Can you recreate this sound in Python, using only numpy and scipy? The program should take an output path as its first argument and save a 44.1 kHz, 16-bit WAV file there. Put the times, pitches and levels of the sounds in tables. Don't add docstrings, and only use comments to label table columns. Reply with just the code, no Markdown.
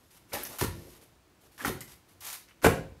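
import sys
import numpy as np
from scipy import signal
from scipy.fft import rfft, irfft
from scipy.io import wavfile
from scipy.ndimage import uniform_filter1d

SR = 44100
rng = np.random.default_rng(int(sys.argv[2]) if len(sys.argv) > 2 else 0)


def ratio_of_db(decibels):
    return 10 ** (np.asarray(decibels, float) / 20)


def wrap_up_sound(samples):
    columns = np.atleast_2d(samples).T
    tamed = np.clip(columns, -1, 1)
    steps = np.round(tamed * 32767).astype(np.int16)
    wavfile.write(sys.argv[1], SR, steps)


N = 132300


def unit(x):
    return x / np.sqrt(np.mean(x ** 2))


def read(table, hz, axis=1):
    table = np.array(table)
    return np.interp(np.log(hz + 1), np.log(table[:, 0]), table[:, axis])


def colour(x, table):
    hz = np.arange(len(x) // 2 + 1) * SR / len(x)
    return irfft(rfft(x) * ratio_of_db(read(table, hz)), len(x))


def ring(x, hz, t60):
    pole = np.exp(2j * np.pi * hz / SR - np.log(1000) / (t60 * SR))
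    return signal.lfilter([1], [1, -pole], x).imag


def add(out, s, piece):
    i = int(s * SR)
    out[i:i + len(piece)] += piece[:len(out) - i]


def strokes(rows):
    t = np.arange(N) / SR
    fade_s = 0.0019
    power = np.zeros(N)
    for s, up, hold, db in rows:
        swell = np.clip((t - s) / up, 0, 1) ** 2
        fade = np.exp(-np.maximum(t - s - up - hold, 0) / fade_s)
        power += (ratio_of_db(db) * swell * fade) ** 2
    return np.sqrt(power)


def grains(per_s, spread_db):
    chance = rng.random(N)
    size = np.minimum(rng.exponential(size=N), 3)
    flurry = unit(uniform_filter1d(rng.standard_normal(N), size=300))
    strength = ratio_of_db(spread_db * (size + 1.1 * flurry))
    return unit((chance < per_s / SR) * rng.standard_normal(N) * strength)


# (frequency [Hz], level [dB per Hz])
HUM_SPECTRUM = [(15, -51.5), (25, 2), (86, -2), (233, -9), (331, -6), (368, -8), (399, -12), (1020, -16.5),
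                (15500, -32.5)]


def hum():
    waver = uniform_filter1d(rng.standard_normal(N), size=4000)
    waver = unit(uniform_filter1d(waver, size=4000))
    return unit(colour(rng.standard_normal(N), HUM_SPECTRUM)) * ratio_of_db(-61.5 + waver)


# (frequency [Hz], t60 [s], level [dB])
ROOM_DECAY = [(61, 0.57, 4), (246, 0.46, -0.5), (1000, 0.36, -1), (4130, 0.4, -0.5), (12700, 0.26, 1.5)]


def kitchen(x):
    tail_db, rise_s = -5, 0.0068
    t = np.arange(SR) / SR
    spectrum = rfft(rng.standard_normal(SR))
    hz = np.arange(SR // 2 + 1)
    tail = np.zeros(SR)
    for centre in 31.25 * 2. ** np.arange(10):
        band = np.clip(1 - abs(np.log2((hz + 1) / centre)), 0, 1)
        decay_db = read(ROOM_DECAY, centre, axis=2) - 60 * t / read(ROOM_DECAY, centre)
        tail += irfft(spectrum * band, SR) * ratio_of_db(decay_db)
    tail = tail * (1 - np.exp(-t / rise_s))
    reply = ratio_of_db(tail_db) * tail / np.sqrt(np.sum(tail ** 2))
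    reply[0] = 1
    return signal.fftconvolve(x, reply)[:N]


# (start [s], swell [s], hold [s], level [dB])
PAPER_STROKES = [(0, 0.0011, 0.11, -70.5), (.09, 0.024, 0.068, -61), (.27, 0.034, 0.038, -59.5),
                 (.324, 0.01, 0.026, -38), (.36, 0.0094, 0.07, -46.5), (.445, 0.011, 0.018, -43),
                 (.49, 0.013, 0.075, -50), (.586, 0.001, 0.063, -38), (.608, 0.002, 0.0144, -32.5),
                 (.74, 0.011, 0.228, -59.5), (1.01, 0.004, 0.031, -59), (1.4, 0.017, 0.056, -65),
                 (1.5, 0.019, 0.098, -65.5), (1.578, 0.0017, 0.044, -51), (1.59, 0.034, 0.057, -48.5),
                 (1.648, 0.0019, 0.044, -38.5), (1.808, 0.00083, 0.019, -47.5), (1.87, 0.01, 0.062, -56),
                 (2.07, 0.018, 0.048, -64.5), (2.206, 0.002, 0.035, -48), (2.24, 0.0096, 0.045, -42),
                 (2.295, 0.005, 0.03, -43), (2.327, .003, .03, -44), (2.48, 0.0098, 0.021, -66.5),
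                 (2.615, 0.03, .002, -33), (2.645, 0.0022, 0.025, -31.5)]
# (frequency [Hz], level [dB per Hz])
PAPER_SPECTRUM = [(330, -20), (900, -3), (1200, -3.5), (3500, -5.5), (6000, -5.5), (7750, -8), (12500, -3),
                  (15500, -18)]


def paper():
    friction = grains(14000, 1.5) + 0.5 * rng.standard_normal(N)
    return unit(colour(friction, PAPER_SPECTRUM)) * strokes(PAPER_STROKES)


# (time [s], level [dB], pulse length [ms],
# direction [+1 or -1])
TABLE_BLOWS = [(.318, -46, 2.5, 1), (.342, -34, 3.2, 1), (.42, -44, 6.5, 1), (.5, -42, 3, 1),
               (.512, -44, 3, -1), (.616, -21, 1.8, -1), (.6205, -23, 1.8, 1), (.624, -19, 2.2, -1),
               (.6265, -24, 1.8, -1), (.6278, -18, 2.8, 1), (.645, -19, 3.4, 1), (.666, -26, 6, -1),
               (.679, -27, 7, 1), (.684, -25, 6, -1), (.711, -31, 8, 1), (.752, -36, 4, -1),
               (.78, -36, 5.5, 1), (1.45, -52, 4, 1), (1.66, -36, 5.5, 1), (1.6785, -28, 2.2, 1),
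               (1.6803, -21, 2.4, -1), (1.6915, -28, 3, 1), (1.6995, -26, 2.6, -1), (1.702, -25, 1.4, 1),
               (1.7095, -30, 4, 1), (1.7125, -31, 5, -1), (1.752, -33, 4, 1), (2.6485, -12, 1.3, -1),
               (2.6622, -8, 2.8, 1), (2.6672, -11, 1.6, 1), (2.679, -13, 4.2, 1), (2.6835, -14, 3, -1),
               (2.687, -14, 2, 1), (2.703, -18, 3, -1), (2.72, -17, 2.6, -1), (2.87, -36, 5, 1),
               (2.92, -38, 6, -1)]


def blows():
    force = np.zeros(N)
    for s, db, ms, direction in TABLE_BLOWS:
        phase = np.arange(int(SR / 50)) / (SR * ms / 1000)
        add(force, s, ratio_of_db(db) * direction * np.sin(np.pi * np.minimum(phase, 1)) ** 2)
    return ratio_of_db(-3.5) * force


# (frequency [Hz], level [dB], t60 [s])
TABLE_MODES = [(59.3, -17, 0.29), (92, -9, 0.41), (124, -26, 0.3), (163, -14.5, 0.36), (227, -41, 0.54),
               (292.8, -19, 0.64), (342.6, -15.5, 0.76), (401, -7, 0.17), (452.6, -2, 0.16),
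               (530.5, -3, 0.42), (716, -2, 0.1), (912, -8, 0.35), (1030, -24, 0.75), (1290, -39, 0.51)]


def table(force):
    ringing = np.zeros(N)
    for hz, db, t60 in TABLE_MODES:
        ringing += ratio_of_db(db) * hz / 20000 * ring(force, hz, t60)
    return ratio_of_db(-9.5) * ringing


# (start [s], swell [s], hold [s], level
# [dB], brightest [Hz])
CREAKS = [(0.31, 0.03, 0.033, -37.5, 745), (0.34, 0.009, 0.0495, -48.5, 1700),
          (0.446, .03, .09, -56.5, 585), (0.606, 0.003, 0.045, -41, 1600),
          (0.729, 0.024, 0.15, -55, 354), (0.921, .03, 0.086, -66, 450),
          (1.416, 0.017, 0.045, -67, 550), (1.575, 0.022, 0.041, -45, 1350),
          (1.649, 0.0046, 0.026, -36, 1600), (1.6, 0.0042, .06, -52.5, 2400),
          (.495, .01, .05, -54, 800), (.408, .004, 0.022, -49.5, 1560),
          (1.589, 0.069, 0.047, -34.5, 333), (1.645, 0.0052, 0.035, -37, 910),
          (0.324, 0.037, 0.066, -48, 295), (0.3137, 0.011, 0.036, -44, 1740),
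          (2.244, 0.036, 0.053, -62, 1130), (2.476, 0.0087, 0.037, -62, 2050),
          (2.612, 0.03, 0.004, -35, 1400), (2.644, 0.00092, 0.0258, -21, 1235),
          (2.625, 0.012, 0.025, -32, 400)]


def creaks():
    out = np.zeros(N)
    rub = np.diff(grains(9000, 1.6), prepend=0)
    for *stroke, hz in CREAKS:
        upper = ring(rub, hz, 2.73 / hz)
        both = ring(upper, 0.81 * hz, 1.17 / hz)
        out += unit(both) * strokes([stroke])
    return out


# (time [s], level [dB], centre [Hz], width [Hz])
SHARP_TICKS = [(.3355, -30, 4300, 2000), (.343, -28, 12500, 3000), (.386, -33, 3000, 3000),
               (.4348, -21, 13000, 4400), (.4518, -29, 5900, 1400), (.4518, -31, 13000, 6000),
               (.4522, -34, 2400, 2000), (.4915, -36, 3500, 5000), (.4955, -35, 12500, 4000),
               (.5405, -39, 8000, 12000), (.56, -40, 10000, 8000), (.5862, -26, 9000, 13000),
               (.5885, -30, 12500, 3000), (.5955, -27, 12500, 4000), (.6135, -25, 11500, 7000),
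               (1.579, -40, 3500, 6000), (1.6478, -27, 9000, 6000), (1.672, -26, 12000, 4000),
               (1.680, -29, 12000, 7000), (1.8072, -29.5, 10500, 7000), (1.8076, -34, 4000, 3500),
               (1.8148, -36, 12700, 2000), (2.2045, -47, 8000, 8000), (2.2075, -34, 11000, 10000),
               (2.2465, -32, 8000, 7000), (2.254, -33, 12500, 4000), (2.267, -32, 9000, 9000),
               (2.273, -32, 6500, 4000), (2.28, -35, 12500, 3000), (2.3015, -29, 10000, 11000),
               (2.309, -30, 11000, 7000), (2.329, -27, 11500, 6000), (2.329, -34, 5000, 4000),
               (2.6185, -40, 4000, 6000), (2.487, -44, 4000, 5000), (2.6445, -22, 8000, 2500),
               (2.649, -21, 5500, 4000), (2.653, -25, 11000, 7000), (2.668, -27, 8500, 2500)]
# (delay [ms], level [dB])
TILE_RETURNS = [
    (0, 0),
    (4, -1),
    (8.4, -9),
]


def ticks():
    out = np.zeros(N)
    t = np.arange(400) / SR
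    decay_ms, bright_hz = 0.35, 7000
    for s, db, hz, width in SHARP_TICKS:
        crackle = (rng.standard_normal(400) + 3 * (t == 0)) * np.exp(-t * 1000 / decay_ms)
        edges = np.clip([hz - width / 2, hz + width / 2], 100, 20000)
        tick = signal.sosfilt(signal.butter(3, edges, "band", fs=SR, output="sos"), crackle)
        tick = tick / abs(tick).max()
        paths = TILE_RETURNS if hz > bright_hz else TILE_RETURNS[:1]
        for late_ms, loss_db in paths:
            add(out, s + late_ms / 1000, ratio_of_db(db + loss_db) * tick)
    return out


# (time [s], level [dB],
# pitch [Hz], t60 [ms])
SNAPS = [(.3345, -42, 925, 18), (.342, -43, 670, 43), (0.351, -24.5, 2030, 8.6),
         (.606, -33, 2710, 4.3), (0.612, -22, 1820, 14), (.613, -22.5, 946, 16),
         (.385, -33.5, 884, 19), (.588, -36, 1050, 10), (.594, -38, 1400, 10), (.62, -27, 946, 21),
         (0.638, -31, 1056, 25), (.652, -30, 950, 27), (1.579, -40, 1790, 12), (1.601, -51, 1670, 21),
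         (1.607, -31, 1700, 40), (1.6486, -16.5, 1430, 14.4), (1.6486, -20, 1840, 16),
         (1.652, -25, 800, 20), (1.654, -32, 1860, 12), (1.8146, -39, 1990, 26),
         (1.828, -47, 2060, 42), (1.680, -31, 757, 44), (2.645, -5.5, 710, 11.2),
         (2.648, -7.5, 482, 20), (2.649, -10, 1730, 7.5), (2.65, -14, 2290, 14.3),
         (2.656, -21, 2800, 15), (2.664, -12, 466, 63), (2.665, -16, 716, 37),
         (2.668, -24.5, 2500, 13), (2.687, -15, 710, 10.5), (2.657, -17, 284, 94)]


def snaps():
    out = np.zeros(N)
    t = np.arange(SR // 10) / SR
    for s, db, hz, ms in SNAPS:
        onset = 1 - np.exp(-hz * t * 3)
        add(out, s, ratio_of_db(db - 60000 * t / ms) * np.sin(2 * np.pi * hz * t) * onset)
    return out


def scene():
    thud = blows()
    stays = 0.23
    airborne = ticks() + snaps() + creaks() + (1 - stays) * thud + paper()
    mix = kitchen(airborne) + stays * thud + table(thud) + hum()
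    return mix[None]


def band_limit(x):
    return signal.sosfilt(signal.butter(12, 16680, fs=SR, output="sos"), x)


def record(dry):
    low_cut = signal.butter(3, 44, "high", fs=SR, output="sos")
    top_cut = signal.ellip(8, .3, 22, 15700, fs=SR, output="sos")
    mic = signal.sosfiltfilt(low_cut, dry)
    mic = signal.sosfilt(top_cut, mic)
    return band_limit(mic)


dry = scene()
out = record(dry)
wrap_up_sound(out)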